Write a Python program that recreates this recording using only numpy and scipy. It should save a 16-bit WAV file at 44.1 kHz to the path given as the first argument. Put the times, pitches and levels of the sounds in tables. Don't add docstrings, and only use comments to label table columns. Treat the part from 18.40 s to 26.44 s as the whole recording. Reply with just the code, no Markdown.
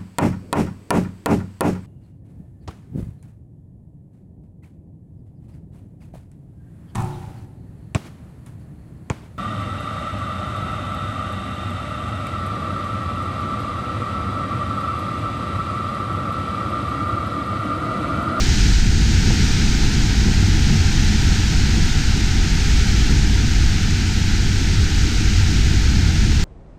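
import sys
import numpy as np
from scipy import signal
from scipy.fft import rfft, irfft
from scipy.io import wavfile
from scipy.ndimage import uniform_filter1d

SR = 44100
rng = np.random.default_rng(int(sys.argv[2]) if len(sys.argv) > 2 else 0)


def dump_mix(stems):
    frames = np.atleast_2d(stems).T
    limited = np.clip(frames, -1, 1)
    pcm = np.round(limited * 32767).astype(np.int16)
    wavfile.write(sys.argv[1], SR, pcm)


N = 354563
TIME = np.arange(N) / SR
BINS_HZ = np.maximum(np.arange(N // 2 + 1) * SR / N, 1)

# [t/s, rumble level/dB]
COLUMN_WEIGHT = [(0, -15.5), (1.1, -16.5), (2.5, -16.5), (3.9, -17), (4.6, -15), (5.7, -20), (6.7, -16),
                 (8.04, -16.5)]
# [t/s, boom level/dB]
HOLLOW_DRIVE = [(0.0, -23), (0.8, -19), (1.3, -27.5), (2.4, -18.5), (3.2, -22), (4.5, -26), (5.0, -23),
                (6.8, -22), (7.5, -17), (8.04, -19.5)]
# [t/s, roar level/dB, gurgle level/dB, churn level/dB]
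BUBBLE_CLOUDS = [(0.0, -24.0, -29.5, -40.5), (0.5, -21, -32.0, -43.5), (0.95, -21, -30.0, -41.5),
                 (1.8, -22, -30.5, -40.5), (2.5, -21, -31.5, -40.5), (4.0, -24.0, -32.5, -41.5),
                 (4.9, -22, -30.5, -42), (5.6, -23.5, -34.5, -43.0), (6.2, -24.5, -32.0, -43.5),
                 (6.7, -25, -31, -43.5), (7.7, -21, -30.5, -42.5), (8.04, -23, -32.5, -43.0)]
# [t/s, level/dB]
THROWN_WATER = [(0.0, -26.5), (0.25, -26), (0.45, -29), (0.8, -27), (0.95, -26), (1.4, -27), (1.9, -27.5),
                (2.7, -26.5), (4.0, -27.5), (4.3, -26.5), (4.65, -26.5), (4.85, -28), (5.2, -27.5),
                (6.1, -28.0), (6.95, -27), (8.04, -28.5)]

# [f/Hz, level/dB per Hz]
RUMBLE_SPECTRUM = [(4, -5.5), (9, -3.5), (17, -0.5), (33, -2), (43, 0), (55, 2), (72, -5), (90, -11),
                   (125, -25)]
# [f/Hz, level/dB per Hz]
ROAR_SPECTRUM = [(70, -10), (105, -3.5), (140, 1.5), (172, -4.5), (215, -1), (238, -8), (265, -14),
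                 (400, -57)]
# [f/Hz, level/dB per Hz]
GURGLE_SPECTRUM = [(200, -20), (255, -0.5), (315, 1), (360, -6.5), (410, -6.5), (445, -13.5), (495, -14),
                   (545, -28.5), (700, -48)]
# [f/Hz, level/dB per Hz]
CHURN_SPECTRUM = [(450, -17), (590, -15), (625, -4.5), (690, -3.5), (745, 1.5), (865, 0.5), (900, 0.5),
                  (965, -1.5), (1005, -7.5), (1065, -5.5), (1105, -18), (1300, -16)]
# [f/Hz, level/dB per Hz]
SPLASH_SPECTRUM = [(1000, -43), (1145, -16.5), (1190, -10.5), (1245, -8), (1300, -5), (1490, -1),
                   (1850, -3), (2250, -3), (3200, -5), (4200, -9.5), (7000, -17.5), (10000, -45)]
# [f/Hz, level/dB per Hz]
SPRAY_SPECTRUM = [(1500, -31), (2900, -15), (3900, -0.5), (5200, -0.5), (6200, -1.6), (6900, -4),
                  (7700, -11), (8450, -11), (9150, -21.5), (10600, -40)]
# [f/Hz, level/dB per Hz]
MIST_SPECTRUM = [(7500, -17), (9400, 2), (10600, -1), (11500, -2), (12300, 1.5), (15100, -6)]

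# [t/s, rise in level/dB]
RUMBLE_SURGES = [(.36, 8.5), (1.76, 0), (3.3, 0), (4.39, 3), (4.76, 5), (5.25, 5), (7.9, 5)]
# [t/s, rise in level/dB]
AIR_GULPS = [(.89, 4), (1.44, 0), (1.88, 5), (2.32, 5), (3.38, 3), (4.72, 5.5)]
# [t/s, peak level/dB]
WATER_LUMPS = [(0.905, -22.5)]
# [t/s, rise in level/dB]
HOLLOW_BOOMS = [(2.06, 11.5), (6.4, 9), (7.01, 10)]

SURGE_HALF_S, GULP_HALF_S, BOOM_HALF_S = 0.08, 0.028, 0.043
HOLLOW_HZ, HOLLOW_HALF_WIDTH_HZ = 89.1, 8
CHURN_SHARE = 0.33
SPRAY_EXTRA_DB, SPRAY_SETTLE_S = 2.5, 1.5
CUTOFF_HZ = 15250


def from_db(db):
    return 10 ** (np.asarray(db) / 20)


def rms_one(x):
    return x / np.sqrt(np.mean(x ** 2) + 1e-20)


def in_time(rows):
    s, *columns = np.transpose(rows)
    return [np.interp(TIME, s, column) for column in columns]


def coloured(x, spectrum):
    hz, db = np.transpose(spectrum)
    level_db = np.interp(np.log(BINS_HZ), np.log(hz), db, right=-120)
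    return rms_one(irfft(rfft(x) * from_db(level_db), N))


def drift(rate_hz):
    lowpass = 1 / (1 + (BINS_HZ / rate_hz) ** 2)
    return rms_one(irfft(rfft(rng.standard_normal(N)) * lowpass, N))


def power(x, span_s):
    size = max(int(span_s * SR), 2)
    once = uniform_filter1d(x ** 2, size)
    return np.maximum(uniform_filter1d(once, size), 1e-12)


def steady(x, span_s):
    return x / np.sqrt(power(x, span_s))


def impacts(per_s, spread_db):
    landed = rng.random(N) < per_s / SR
    size = from_db(spread_db * rng.standard_normal(N))
    return landed * rng.standard_normal(N) * size


def swells(rows, half_s):
    return sum(rise_db * np.exp(-((TIME - s) / half_s) ** 2) for s, rise_db in rows)


def plunge(gain_db, roll_db, roll_hz):
    weight_db, = in_time(COLUMN_WEIGHT)
    roll = roll_db * drift(roll_hz)
    surge_db = swells(RUMBLE_SURGES, SURGE_HALF_S)
    rumble = steady(coloured(rng.standard_normal(N), RUMBLE_SPECTRUM), span_s=0.18)
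    return from_db(weight_db + gain_db + roll + surge_db) * rumble


def hollow(gain_db):
    drive_db, = in_time(HOLLOW_DRIVE)
    edges = [HOLLOW_HZ - HOLLOW_HALF_WIDTH_HZ, HOLLOW_HZ + HOLLOW_HALF_WIDTH_HZ]
    band = signal.butter(2, edges, "band", fs=SR, output="sos")
    boom = signal.sosfilt(band, rng.standard_normal(N + SR))[SR:]
    rise_db = swells(HOLLOW_BOOMS, BOOM_HALF_S)
    return from_db(drive_db + rise_db + gain_db) * steady(boom, span_s=0.13)


def foam(roar_gain_db, gurgle_gain_db, churn_gain_db):
    roar_db, gurgle_db, churn_db = in_time(BUBBLE_CLOUDS)
    gulp_db = swells(AIR_GULPS, GULP_HALF_S)
    roar = steady(coloured(rng.standard_normal(N), ROAR_SPECTRUM), span_s=0.3)
    gurgle = steady(coloured(rng.standard_normal(N), GURGLE_SPECTRUM), span_s=0.5)
    churn = steady(coloured(impacts(per_s=9000, spread_db=1.5), CHURN_SPECTRUM), span_s=0.54)
    return (from_db(roar_db + roar_gain_db + gulp_db) * roar
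            + from_db(gurgle_db + gurgle_gain_db + gulp_db) * gurgle
            + from_db(churn_db + churn_gain_db + CHURN_SHARE * gulp_db) * churn)


def surface(splash_gain_db, spray_gain_db, mist_gain_db, flicker_db):
    thrown_db, = in_time(THROWN_WATER)
    splash = steady(coloured(impacts(per_s=32000, spread_db=0.6), SPLASH_SPECTRUM), span_s=0.31)
    spray = steady(coloured(impacts(per_s=30000, spread_db=1.0), SPRAY_SPECTRUM), span_s=0.13)
    mist = coloured(impacts(per_s=30000, spread_db=2.0), MIST_SPECTRUM)
    settling_db = SPRAY_EXTRA_DB * np.exp(-TIME / SPRAY_SETTLE_S)
    spray_db = spray_gain_db + settling_db + flicker_db * drift(rate_hz=14)
    drops = from_db(splash_gain_db) * splash + from_db(spray_db) * spray + from_db(mist_gain_db) * mist
    return from_db(thrown_db) * drops


def lumps(decay_s, low_hz, high_hz):
    out = np.zeros(N)
    band = signal.butter(3, [low_hz, high_hz], "band", fs=SR, output="sos")
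    for s, peak_db in WATER_LUMPS:
        age = TIME - s
        decay = np.exp(-np.minimum(np.abs(age) / decay_s, 20))
        burst = rng.standard_normal(N) * (age > 0) * decay
        plop = signal.sosfilt(band, burst)
        out += from_db(peak_db) * plop / np.abs(plop).max()
    return out


def scene():
    bass = plunge(gain_db=0.6, roll_db=1.04, roll_hz=6.8) + hollow(gain_db=0.4)
    bubbles = foam(roar_gain_db=0.5, gurgle_gain_db=-0.15, churn_gain_db=0.5)
    drops = surface(splash_gain_db=-2.5, spray_gain_db=-4.0, mist_gain_db=-25.5, flicker_db=0.35)
    plops = lumps(decay_s=0.0077, low_hz=380, high_hz=880)
    return (bass + bubbles + drops + plops)[None]


def bass_compressor(x, split_hz, threshold_db, span_s):
    bass = irfft(rfft(x) / (1 + (BINS_HZ / split_hz) ** 8), N)
    over = power(bass, span_s) / from_db(threshold_db) ** 2
    held_bass = bass / (1 + over ** 4) ** (1 / 8)
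    return x - bass + held_bass


def record(dry):
    held = bass_compressor(dry[0], split_hz=650, threshold_db=-11.5, span_s=0.019)
    lowpass = 1 / np.sqrt(1 + (BINS_HZ / CUTOFF_HZ) ** 400)
    return irfft(rfft(held) * lowpass, N)[None]


dry = scene()
out = record(dry)
dump_mix(out)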